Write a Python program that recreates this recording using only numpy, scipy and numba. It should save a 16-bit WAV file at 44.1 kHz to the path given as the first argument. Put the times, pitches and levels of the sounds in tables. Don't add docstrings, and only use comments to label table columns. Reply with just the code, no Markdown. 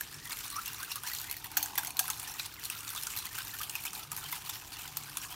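import sys
import numpy as np
from scipy import signal
from scipy.fft import rfft, irfft
from scipy.io import wavfile
from scipy.ndimage import uniform_filter1d
from numba import njit

SR = 44100
rng = np.random.default_rng(int(sys.argv[2]) if len(sys.argv) > 2 else 0)


def persist_wave(psi):
    counts = np.round(np.clip(psi, -1, 1) * 32767).astype(np.int16)
    wavfile.write(sys.argv[1], SR, np.atleast_2d(counts).T)


def boost(x):
    u = np.asarray(x, float) / 20
    return 10 ** u


N = 236050

# [t/s, peak level/dB, wall ring f/Hz, ring level/dB re peak, skid level/dB]
KNOCKS = [(.0088, -14, 1721, -5.5, -50.5), (0.7316, -22, 910.7, -18, -61),
          (0.9575, -15.5, 1130, -23.5, -34.5), (1.312, -14.5, 4350, -9, -56.5),
          (1.5694, -6.5, 1620, -9, -31), (1.573, -5, 790, -12, -55.5), (1.5778, -22.5, 6624, 1, -58.5),
          (1.628, -10.5, 4396, -13, -58.5), (1.7779, -10, 835.1, -4, -27), (1.782, -9.5, 1639, -5.5, -50),
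          (1.871, -13.5, 861.4, -22, -53.5), (1.9687, -19, 4100, -2.5, -60.5), (1.992, -7, 6379, 0, -15.5),
          (1.9965, -10, 8700, -5, -56.5), (2.1012, -10, 4234, -18.5, -32), (2.3956, -24, 4096, 13, -39.5),
          (2.6996, -15.5, 2584, -1, -61.5), (3.034, -15.5, 5244, -9.5, -47.5),
          (3.164, -17.5, 2796, -25, -34), (3.753, -17, 2560, 2.5, -45.5), (4.3251, -17, 952.5, -3.5, -40),
          (4.4936, -15.5, 905.2, -26.5, -30.5), (4.97, -14, 1022, -13.5, -53.5),
          (5.1707, -12.5, 3488, -16.5, -38.5)]
# [t/s, peak level/dB, wall ring f/Hz, skid level/dB]
TICKS = [(0.2544, -26.5, 1954, -57.5), (0.6586, -20, 2679, -40), (0.83, -19.5, 1546, -54.5),
         (1.0346, -20, 1081, -46), (1.134, -17.5, 3966, -40.5), (1.1853, -22, 4100, -37.5),
         (1.367, -22, 1870, -63.5), (1.4428, -20, 1917, -42), (1.516, -25.5, 843.6, -45),
         (1.848, -17.5, 2016, -58.5), (2.055, -23, 1973, -40), (2.197, -19, 2733, -71),
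         (2.229, -23, 819.1, -39), (2.276, -27.5, 5846, -33), (2.6539, -17.5, 4119, -49.5),
         (3.069, -16, 1441, -58), (3.3516, -25, 2855, -32.5), (3.385, -17, 1453, -41),
         (3.449, -25, 3900, -64.5), (3.4798, -25, 2835, -67), (3.542, -49.5, 1485, -39.5),
         (3.614, -17, 1454, -35), (3.6958, -18.5, 2898, -49), (3.852, -22, 2293, -31),
         (3.932, -23, 1278, -41.5), (3.9953, -27.5, 3940, -45.5), (4.117, -19.5, 1206, -33),
         (4.175, -21.5, 1650, -34.5), (4.723, -45, 4433, -37.5), (4.877, -24.5, 3515, -55)]
# [t/s, peak level/dB, wall ring f/Hz, ring level/dB re peak]
BOUNCES = [(.321, -21.5, 2450, -3), (0.37, -21.5, 2021, -7.5), (0.5016, -20, 1140, -25),
           (0.5648, -20, 1278, -11), (0.679, -15.5, 2831, -17), (1.1734, -24, 1701, -21),
           (1.2147, -21.5, 4416, -17), (1.326, -20, 2958, -9), (1.341, -29, 2069, 5),
           (1.64, -29.5, 971, -12), (1.6585, -18.5, 1639, -10), (1.6823, -26, 790, -10),
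           (1.755, -18, 1976, -8), (1.8328, -21, 1490, -2.5), (1.9056, -20, 2450, -5.5),
           (2.0059, -27, 790, 4), (1.9945, -36, 910, -3), (2.08, -16.5, 1416, -13),
           (2.4596, -21.5, 2819, -11.5), (2.806, -26, 2776, -5.5), (2.8783, -19, 3851, -9),
           (2.9491, -23, 1069, -6), (2.977, -24.5, 3578, 6), (3.1878, -16, 3953, -10),
           (3.2544, -19.5, 3135, -8), (3.4052, -36, 2832, 10.5), (3.5867, -21, 3607, -24.5),
           (3.8655, -23, 2660, 0.5), (3.9502, -23, 3883, -5), (4.129, -21.5, 936.2, -5),
           (4.7369, -30.5, 4326, 0)]
# [t/s, peak level/dB, wall ring f/Hz, ring level/dB
MORE_CONTACTS = [(0.307, -26, 3558, 2.5), (.327, -26.5, 4099, 2), (0.463, -26, 4306, -6.5),
                 (0.746, -38.5, 4049, 11), (0.812, -42.5, 1412, 0), (.917, -23, 3901, 1.5),
                 (1.086, -23.5, 6496, -2.5), (1.115, -21, 1904, -4.5), (2.1738, -25.5, 4100, -9.5),
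                 (3.103, -23.5, 2928, -7.5), (3.266, -25.5, 4433, -7), (3.709, -30, 8393, 2),
                 (3.7459, -37, 2900, 4), (3.8048, -30, 2501, -1.5), (3.857, -20.5, 7266, -8),
                 (3.879, -29, 3086, 5.5), (4.3165, -22, 6006, -11.5), (4.3275, -19, 2032, -2),
                 (4.408, -39.5, 2910, 5), (4.4597, -36, 3487, -5.5), (4.4975, -31, 4424, -1.5),
                 (4.553, -36.5, 2835, 7), (4.613, -36.5, 2492, 5), (4.769, -38, 2797, 9.5), (4.832, -32, 3084, 3),
                 (.275, -31, 3232, 0), (2.008, -28.5, 3782, -1), (2.131, -29.5, 3610, 4), (2.141, -29, 4417, 3),
                 (2.246, -36, 3710, 7), (3.593, -26.5, 5697, 2), (3.906, -31, 5719, -0.5), (5.13, -36.5, 2604, 6),
                 (5.315, -37.5, 3186, 2)]
# [t/s, peak level/dB, wall ring f/Hz]
TAPS = [(0.126, -33, 1635), (0.479, -25.5, 6760), (0.512, -25.5, 1123), (0.744, -27, 948.7),
        (0.8, -35, 1421), (1.149, -22, 6265), (1.198, -24, 6762), (1.243, -32, 1731), (1.298, -27, 4350),
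        (2.04, -25, 1068), (2.348, -37.5, 2000), (2.39, -28.5, 4301), (2.54, -31.5, 4272),
        (2.638, -25.5, 4272), (2.648, -26.5, 3912), (2.891, -22, 3534), (2.961, -25.5, 3390),
        (3.024, -25, 4399), (3.173, -21.5, 4083), (3.38, -23.5, 1559), (3.54, -31.5, 1710),
        (3.632, -22.5, 3228), (3.761, -26.5, 5250), (3.785, -48, 2320), (3.959, -27.5, 2401),
        (4.286, -24.5, 4174), (5.002, -38.5, 940.6), (5.182, -28.5, 1137), (5.216, -26.5, 5550),
        (5.243, -37, 1551)]
# [t/s, peak level/dB]
FLICKS = [(0.1424, -22), (0.2452, -21), (0.2718, -25.5), (0.2972, -18.5), (0.3883, -14.5), (0.444, -20),
          (0.6165, -37.5), (0.7186, -31.5), (0.847, -17), (0.9113, -30.5), (1.467, -20), (1.7917, -13.5),
          (1.8922, -24), (2.339, -19.5), (2.596, -21), (2.902, -16.5), (2.9312, -19.5), (3.171, -31.5),
          (3.332, -31.5), (3.428, -23.5), (3.5256, -34.5), (3.837, -17.5), (3.9765, -21.5), (4.147, -24.5),
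          (4.1644, -14.5), (4.353, -19.5), (4.818, -18.5), (5.0361, -19.5), (5.0774, -33), (5.096, -23.5)]
# [f/Hz, level/dB, t60/s]
DAMPED_MODES = [(790, -11, 0.0613), (1620, -9.5, 0.06165), (2320, -9.5, 0.04145), (2590.2, -5.5, 0.0382),
                (3534.9, 2.5, 0.01914), (4350, 10, 0.01694), (5750, 3, 0.03392), (6383.5, 1, 0.04113),
                (6974, 3, 0.01502), (8700, 3.5, 0.0196)]
# [t/s, scrape level/dB, weight on the bowl floor level/dB re scrape]
HAND_EFFORT = [(0.05, -46.5, -10), (.5, -46.5, -43.5), (.76, -44, -34.5), (1.17, -48, -8.5), (1.4, -49, -5),
               (1.5, -51.5, 3.5), (1.58, -46.5, 3.5), (1.95, -46.5, 2.5), (2.37, -45, -6), (2.47, -45, -21),
               (2.58, -47.5, -14), (2.63, -44.5, -14), (2.8, -44, -32), (3.85, -44.5, -3.5),
               (4.1, -47, -5.5), (4.7, -48, -2), (5.2, -45, -12), (5.35, -50, 4.5)]
# [quietest t/s, half length t/s, change of level/dB]
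LIFTS = [(0.092, 0.043, -1), (0.186, 0.09, -4), (.64, 0.013, -0.5), (0.772, 0.0157, -6), (0.888, .015, 0),
         (0.998, 0.0276, -4), (1.403, 0.035, 1), (1.496, 0.0193, -3), (1.715, 0.0225, -4),
         (1.934, 0.027, -4), (2.327, .01, 1), (2.496, 0.0245, -3.5), (2.567, 0.0183, -2),
         (2.84, 0.019, -1.5), (3.147, 0.0112, 0.5), (3.302, 0.019, -3), (3.663, 0.013, 0.5),
         (3.74, 0.0112, -0.5), (3.925, .018, -4), (4.092, 0.0216, -5.5), (4.158, 0.0089, -1.5),
         (4.41, 0.0175, 1.5), (4.644, 0.032, 0), (4.906, 0.0174, -2), (5.185, 0.0103, -6),
         (5.286, 0.014, -1.5)]
# [loudest t/s, rise t/s, level/dB, air pocket f/Hz]
SWEEPS = [(0.148, 0.02645, -48.5, 6106), (.221, 0.02455, -63.5, 1863), (.322, 0.017823, -33.5, 2292),
          (0.399, 0.0246, -40.5, 5507), (.452, 0.01737, -37, 3644), (0.567, 0.02734, -38.5, 1224),
          (0.797, 0.0203, -39.5, 1284), (0.916, 0.01593, -36, 5501), (1.079, 0.025934, -31, 4233),
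          (1.263, 0.0376, -41.5, 1990), (1.609, 0.051, -40.5, 2403), (1.85, 0.03245, -45.5, 2008),
          (2.03, 0.02516, -43.5, 3634), (2.172, 0.0201, -60, 4100), (2.457, 0.00992, -43.5, 2737),
          (2.724, 0.01368, -36, 3737), (2.895, 0.03958, -49, 3631), (2.98, 0.02047, -39, 3632),
          (3.107, 0.00604, -36, 2885), (3.268, 0.00551, -45.5, 4223), (4.246, 0.017, -38, 3101),
          (4.291, 0.01739, -43, 4576), (4.364, 0.01519, -35.5, 2965), (4.463, 0.0133, -40, 4379),
          (4.557, 0.0239, -36.5, 5424), (4.8, 0.0146, -37, 2695), (4.857, 0.002742, -33, 2898),
          (5.03, 0.0207, -54.5, 3430), (5.235, 0.011926, -34.5, 2899), (5.317, 0.02233, -38, 3062)]
# [t/s, length t/s, start f/Hz, end f/Hz, level/dB]
SQUEAKS = [(0.245, 0.04178, 1970, 2020, -44.5), (0.296, 0.02017, 1111, 1160, -39),
           (0.312, 0.03518, 2155, 2461, -48), (0.559, 0.01992, 1108, 1177, -35),
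           (0.58, 0.019245, 1276, 1342, -30.5), (0.671, 0.02058, 2720, 2809, -42),
           (0.794, 0.0115, 1284, 1351, -46), (0.813, 0.01674, 1406, 1481, -43),
           (.83, .012, 1490, 1607, -40), (0.903, 0.026694, 2483, 2933, -36.5),
           (0.967, 0.0192, 1197, 1259, -39.5), (1.035, 0.0278, 1403, 1879, -42),
           (1.109, 0.02107, 1696, 2011, -43.5), (1.231, 0.03402, 1402, 1954, -47),
           (2.081, 0.01812, 1477, 1354, -37), (2.575, 0.02238, 2220, 1791, -47.5),
           (2.715, 0.0916, 1380, 1427, -51), (2.951, 0.03936, 1111, 1459, -43.5),
           (3.6, 0.01714, 1161, 1286, -39.5), (3.733, 0.02072, 2835, 2527, -45)]
# [t/s, length t/s, start f/Hz, end f/Hz, level/dB]
SQUELCHES = [(0.517, 0.035, 4200, 3835, -42), (0.513, 0.04135, 1142, 1157, -45.5),
             (.56, 0.01213, 5750, 5750, -32), (0.679, 0.01238, 5405, 5390, -41.5),
             (0.783, 0.02918, 5780, 5955, -43.5), (0.905, 0.0255, 5431, 5544, -35.5),
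             (1.293, 0.0109, 4202, 4235, -41), (2.275, 0.04676, 5570, 6259, -44.5),
             (2.269, 0.02384, 1821, 1905, -40), (2.326, 0.02763, 1771, 1911, -46),
             (2.384, 0.02644, 2671, 2476, -37.5), (2.394, 0.00809, 2868, 5603, -26),
             (2.645, 0.00769, 6946, 7022, -38), (2.652, 0.0101, 3928, 4026, -36),
             (2.811, 0.0857, 1400, 1401, -50.5), (2.959, 0.00778, 4100, 3845, -37),
             (2.97, 0.01976, 3549, 3701, -35.5), (3.03, 0.04406, 1403, 1481, -51),
             (3.628, 0.01277, 3266, 3339, -46.5), (3.78, 0.01663, 2095, 2280, -39),
             (3.862, 0.01951, 2624, 2453, -41), (3.985, 0.05007, 1288, 1361, -51.5),
             (4.211, 0.0302, 1534, 1213, -43), (4.244, 0.02835, 3206, 3077, -41.5),
             (5.078, 0.0243, 1557, 1500, -46.5), (5.204, 0.01428, 5555, 5805, -45.5),
             (5.227, 0.0239, 2810, 3007, -55), (5.235, 0.014605, 1598, 1646, -41),
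             (5.252, 0.02444, 1124, 1150, -47.5), (5.308, 0.0488, 3200, 3279, -45.5),
             (0.134, 0.0266, 1708, 1681, -47.5), (0.2, 0.03225, 1854, 1923, -51.5),
             (0.317, 0.04305, 1328, 1369, -47), (0.142, 0.00951, 5504, 5488, -42),
             (1.062, 0.02221, 5562, 5852, -39), (1.273, 0.0548, 1890, 2292, -44),
             (3.385, 0.03236, 1477, 1572, -42.5), (3.265, 0.00677, 4198, 4465, -35),
             (3.53, 0.02216, 1775, 1755, -42), (3.197, 0.02117, 3979, 4187, -40)]
# [f/Hz, spectral level/dB]
BOWL_COLOUR = [(290, -36), (500, -37), (623, -6), (810, -4.5), (1570, -1), (2160, -10), (2540, 3),
               (3160, 1), (4290, -0.5), (4900, 1.5), (6470, 1), (10600, 0), (12900, 3), (15600, 1.5),
               (16900, -10)]
# [f/Hz, width f/Hz, level/dB]
WALL_RESONANCES = [(1265.3, 1016, 3.5), (1650, 1000, -23), (2450, 457.7, 5), (4100, 79.6, 0)]
# [f/Hz, spectral level/dB]
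KITCHEN_COLOUR = [(19, -18.5), (32, -2), (117, 2.5), (189, -5), (249, -7), (305, -7.5), (434, -7.5),
                  (512, -16), (650, -13), (840, -27), (1430, -120)]
# [f/Hz, width f/Hz, level/dB]
HUM = [(43.45, 11.59, -67.5), (61.55, 13.12, -70), (106.83, 5.59, -65), (147.27, 2.864, -69),
       (295.34, 8.593, -71)]
# [start t/s, length t/s, level/dB]
LABOUR = [(0.117, 0.1505, 13), (1.752, 0.5678, 11.5), (3.902, 0.6246, 11.5), (4.796, 0.5377, 14.5)]
# [start t/s, length t/s, level/dB]
OVERTONE_SWELL = (1.4654, 0.5233, 7.31)

TICK_RING_DB = -9
FLICK_DB, FLICK_RING_HZ, FLICK_RING_DB = -5.5, 2560, -15
TAP_DB, TAP_RING_DB = 2, -5.5
WIRE_LOW_HZ, WIRE_HIGH_HZ = 6814.3, 14914
HARD_DB, HARD_BIAS = -23.5, 0.6296
CRACK_S, SOFT_FROM_DB, SOFT_STRETCH = 0.0007, -16, 0.3
REBOUND_S, REBOUND_DB = .0016, -9
MODE_DB, MODE_SCATTER_DB = -11, 7.5
BOWL_LOW_HZ, BOWL_LOW_WIDTH_HZ = 860, 420
SKID_LATE_S, SKID_RISE_S, SKID_FALL_S = 0.000994, .0045, 0.018335
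SKID_HALVES_DB = 10
OCTAVE_DB, OCTAVE_DB_PER_OCTAVE = -45, 10
SQUELCH_WIDTH = 0.03573
STUTTER_S, STUTTER_DB = 0.0039686, 1.5
WOBBLE = .02
ROOM_T60_S, ROOM_DB = 0.35, -13
KITCHEN_DB = -59.5


def ticks():
    crack, ring = np.zeros(N), np.zeros(N)
    t = np.arange(2000) / SR
    mode_hz, mode_db, t60 = np.transpose(DAMPED_MODES)[:, :, None]
    modes = boost(mode_db) * np.sin(2 * np.pi * mode_hz * t) * decay(t, t60)
    for s, db, wall_hz, wall_db in contacts():
        loop = rng.random() ** boost(-HARD_BIAS * max(db - HARD_DB, 0))
        wire_hz = WIRE_LOW_HZ * (WIRE_HIGH_HZ / WIRE_LOW_HZ) ** loop
        soft = boost(SOFT_STRETCH * np.clip(SOFT_FROM_DB - db, 0, 12))
        onset = 1 - np.exp(-t / 0.00019067 / soft)
        blow = onset * (np.exp(-t / CRACK_S / soft) + boost(-19) * np.exp(-t / 0.008954))
        late = int(REBOUND_S * (.5 + rng.random()) * SR)
        blow = blow + boost(REBOUND_DB) * np.pad(blow, (late, 0))[:len(t)]
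        snap, push = rng.standard_normal((2, len(t))) * blow
        wire = band(snap, wire_hz, 1463.3)
        wall = band(push, wall_hz, 120 + 0.01717 * wall_hz)
        hit = snap + boost(-9.5) * np.diff(snap, prepend=0) + boost(12.0) * wire
        place = boost(MODE_SCATTER_DB * rng.standard_normal(len(modes)))
        body = signal.fftconvolve(push, place @ modes)[:len(t)]
        add(crack, s, peak(hit, db - 3.5))
        add(ring, s, peak(wall, db + wall_db - 10.5) + peak(body, db + MODE_DB - 8.0))
    return colour(crack, BOWL_COLOUR) * boost(-2.5) + ring


def contacts():
    hard = [knock[:4] for knock in KNOCKS]
    light = [(s, db, hz, TICK_RING_DB) for s, db, hz, _ in TICKS]
    faint = [(s, db + FLICK_DB, FLICK_RING_HZ, FLICK_RING_DB) for s, db in FLICKS]
    touches = [(s, db + TAP_DB, hz, TAP_RING_DB) for s, db, hz in TAPS]
    return hard + light + BOUNCES + faint + touches + MORE_CONTACTS


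def drag():
    time = np.arange(N) / SR
    s, *columns = np.transpose(HAND_EFFORT)
    scrape_db, low_db = (np.interp(time, s, column) for column in columns)
    for s, half, db in LIFTS:
        scrape_db = scrape_db + db * np.exp(-((time - s) / half) ** 2)

    fine_grit = level(grit(350, 2.792, 0.007604), -7.5)
    coarse_grit = level(grit(80, 2.214, 0.01827), -15.5)
    rub = (fine_grit + coarse_grit + boost(-4.5)) * rng.standard_normal(N)
    wall = sum(boost(db) * band(rub, hz, width) for hz, width, db in WALL_RESONANCES)
    scrape = level(colour(patchy(rub, 4.2546, 45), BOWL_COLOUR), -3.5)
    scrape = scrape + level(wall, -9.5) + level(bubbles(300, 871.87, 6111.5), -9.0)
    low = band(rub, BOWL_LOW_HZ, BOWL_LOW_WIDTH_HZ)
    low = patchy(band(low, BOWL_LOW_HZ, 2 * BOWL_LOW_WIDTH_HZ), 3.831, 24.515)

    pressure, pockets = boost(scrape_db), np.zeros(N)
    for s, rise, fall, db, hz in skids():
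        t = np.arange(-int(2.8 * rise * SR), int(5 * fall * SR)) / SR
        t = t[t + s > 0]
        swell = np.exp(-.8 * (t / rise) ** 2)
        shape = boost(db) * np.where(t < 0, swell, 1 / np.cosh(1.3136 * t / fall))
        pocket = svf(rng.standard_normal(len(t)), hz * (1 + 2.2 * t), 100 + 0.04 * hz)
        add(pressure, s + t[0], boost(-10) * shape)
        add(pockets, s + t[0], shape * level(pocket, -15.5))

    treble = highpass(scrape, 2, 7000)
    scrape = scrape + treble * (np.clip(pressure / boost(-46.0), 0, 3) ** 0.3561 - 1)
    sound = pressure * scrape + pockets + boost(scrape_db + low_db) * level(low, -8.0)
    return passband(sound, 15800)


def skids():
    after = []
    for s, _, hz, *_, db in KNOCKS + TICKS:
        shorter = .5 ** (max(db + 39.5, 0) / SKID_HALVES_DB)
        after.append((s + SKID_LATE_S, SKID_RISE_S * shorter, SKID_FALL_S * shorter, db, hz))
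    return after + [(s, rise, rise, db, hz) for s, rise, db, hz in SWEEPS]


def grit(rate, spread_db, t60):
    size = boost(spread_db * np.minimum(rng.exponential(size=N), 3.5))
    kicks = (rng.random(N) < rate / SR) * size
    return signal.lfilter([1], [1, -decay(1 / SR, t60)], kicks)


def patchy(x, flicker_db, rate):
    centres = 700 * 2 ** np.arange(0, 4.6, 1 / 3)
    return sum(boost(flicker_db * walk(rate)) * band(x, hz, hz / 4) for hz in centres)


def bubbles(rate, low_hz, high_hz):
    out = np.zeros(N)
    for when, pitch, size, span in rng.random((int(rate * N / SR), 4)):
        hz = low_hz * (high_hz / low_hz) ** pitch
        t = np.arange(int((.004 + .012 * span) * SR)) / SR
        puff = svf(rng.standard_normal(len(t)), hz * (1 + 4.602 * t), 0.05194 * hz)
        add(out, when * N / SR, level(puff * np.sin(np.pi * t / t[-1]), -14 * size))
    return out


def squeaks():
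    out = np.zeros(N)
    for s, length, from_hz, to_hz, db in SQUEAKS:
        octave = boost(OCTAVE_DB + OCTAVE_DB_PER_OCTAVE * np.log2(from_hz / 1200))
        u = np.linspace(0, 1, int(max(length, .005) * SR))
        hz = (from_hz + (to_hz - from_hz) * u) * wobble(len(u))
        phase = 2 * np.pi * np.cumsum(hz) / SR
        shake = rng.standard_normal((2, len(u)))
        clean = np.sin(phase) + octave * np.sin(2 * phase)
        rough = svf(svf(shake[0], hz, 118.16), hz, 284.0) + octave * svf(shake[1], 2 * hz, 400.)
        shape = np.sin(np.pi * u) ** 0.466 * stutter(len(u)) ** 0.632
        add(out, s, shape * boost(db) * (0.5172 * clean + level(rough, -7.0)))
    return out


def squelches():
    out = np.zeros(N)
    for s, length, from_hz, to_hz, db in SQUELCHES:
        u = np.linspace(0, 1, int(max(length, .004) * SR))
        hz = (from_hz + (to_hz - from_hz) * u) * wobble(len(u))
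        width = SQUELCH_WIDTH * from_hz
        wet = svf(svf(rng.standard_normal(len(u)), hz, width), hz, 3 * width)
        tone = np.sin(2 * np.pi * np.cumsum(hz) / SR)
        shape = np.sin(np.pi * u) ** 0.1838 * stutter(len(u))
        add(out, s, shape * boost(db - 2.5) * (0.44 * tone + level(wet, -6.0)))
    return out


def stutter(count):
    k = int(STUTTER_S * SR)
    steps = np.repeat(rng.standard_normal(count // k + 1), k)[:count]
    return boost(STUTTER_DB * uniform_filter1d(steps, k // 2))


def wobble(count):
    return stutter(count) ** (WOBBLE / np.log(boost(STUTTER_DB)))


def kitchen():
    hum = [level(band(rng.standard_normal(N), hz, width), db) for hz, width, db in HUM]
    load_db = np.full(N, -3.)
    for s, length, db in LABOUR:
        add(load_db, s, db * np.sin(np.linspace(0, np.pi, int(length * SR))) ** .5)
    hum[3] = hum[3] * boost(load_db)
    s, length, db = OVERTONE_SWELL
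    from_middle = (np.arange(N) / SR - s - length / 2) / length * 2
    hum[4] = hum[4] * boost(db * np.exp(-from_middle ** 4))
    return level(colour(rng.standard_normal(N), KITCHEN_COLOUR), KITCHEN_DB) + sum(hum)


def level(x, db):
    return x * boost(db) / np.sqrt(np.mean(x ** 2))


def peak(x, db):
    return x * boost(db) / np.abs(x).max()


def decay(t, t60):
    return np.exp(-np.log(1000) * t / t60)


def walk(rate):
    k = int(SR / rate)
    return 1.1475 * uniform_filter1d(np.repeat(rng.standard_normal(N // k + 1), k), k)[:N]


def add(out, s, x):
    i = int(s * SR)
    out[i:i + len(x)] += x[:max(N - i, 0)]


def colour(x, points):
    hz, db = np.transpose(points)
    grid_hz = np.arange(2049) * SR / 4096
    log_gain = np.interp(np.log(grid_hz + 1), np.log(hz), db) * np.log(10) / 20
    cepstrum = irfft(log_gain)
    cepstrum[1:2048] *= 2
    cepstrum[2049:] = 0
    return signal.fftconvolve(x, irfft(np.exp(rfft(cepstrum))))[:len(x)]


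@njit
def svf(x, hz, width):
    y, b, l = np.empty(len(x)), 0., 0.
    for i in range(len(x)):
        g, k = np.tan(np.pi * hz[i] / SR), width / hz[i]
        v = (b + g * (x[i] - l)) / (1 + g * (g + k))
        b, l, y[i] = 2 * v - b, l + 2 * g * v, k * v
    return y


def band(x, hz, width_hz):
    return svf(x, np.full(len(x), min(1. * hz, .45 * SR)), 1. * width_hz)


def highpass(x, order, hz):
    return signal.sosfilt(signal.butter(order, hz, "high", fs=SR, output="sos"), x)


def passband(x, top_hz):
    return signal.sosfilt(signal.ellip(10, .2, 80, top_hz, fs=SR, output="sos"), x)


def scene():
    near = highpass(ticks() + drag() + squeaks() + squelches(), 9, 700)
    t = np.arange(int(.3 * SR)) / SR
    tail = rng.standard_normal(len(t)) * decay(t, ROOM_T60_S) * (t > .003)
    wet = signal.fftconvolve(near, tail / np.sqrt(np.sum(tail ** 2)))[:N]
    return (near + boost(ROOM_DB) * passband(wet, 15600) + kitchen())[None]


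def top_cut(x):
    return signal.sosfilt(signal.butter(12, 15900, fs=SR, output="sos"), x)


def record(dry):
    mix = highpass(dry, 4, 38)
    return top_cut(mix)


dry = scene()
out = record(dry)
persist_wave(out)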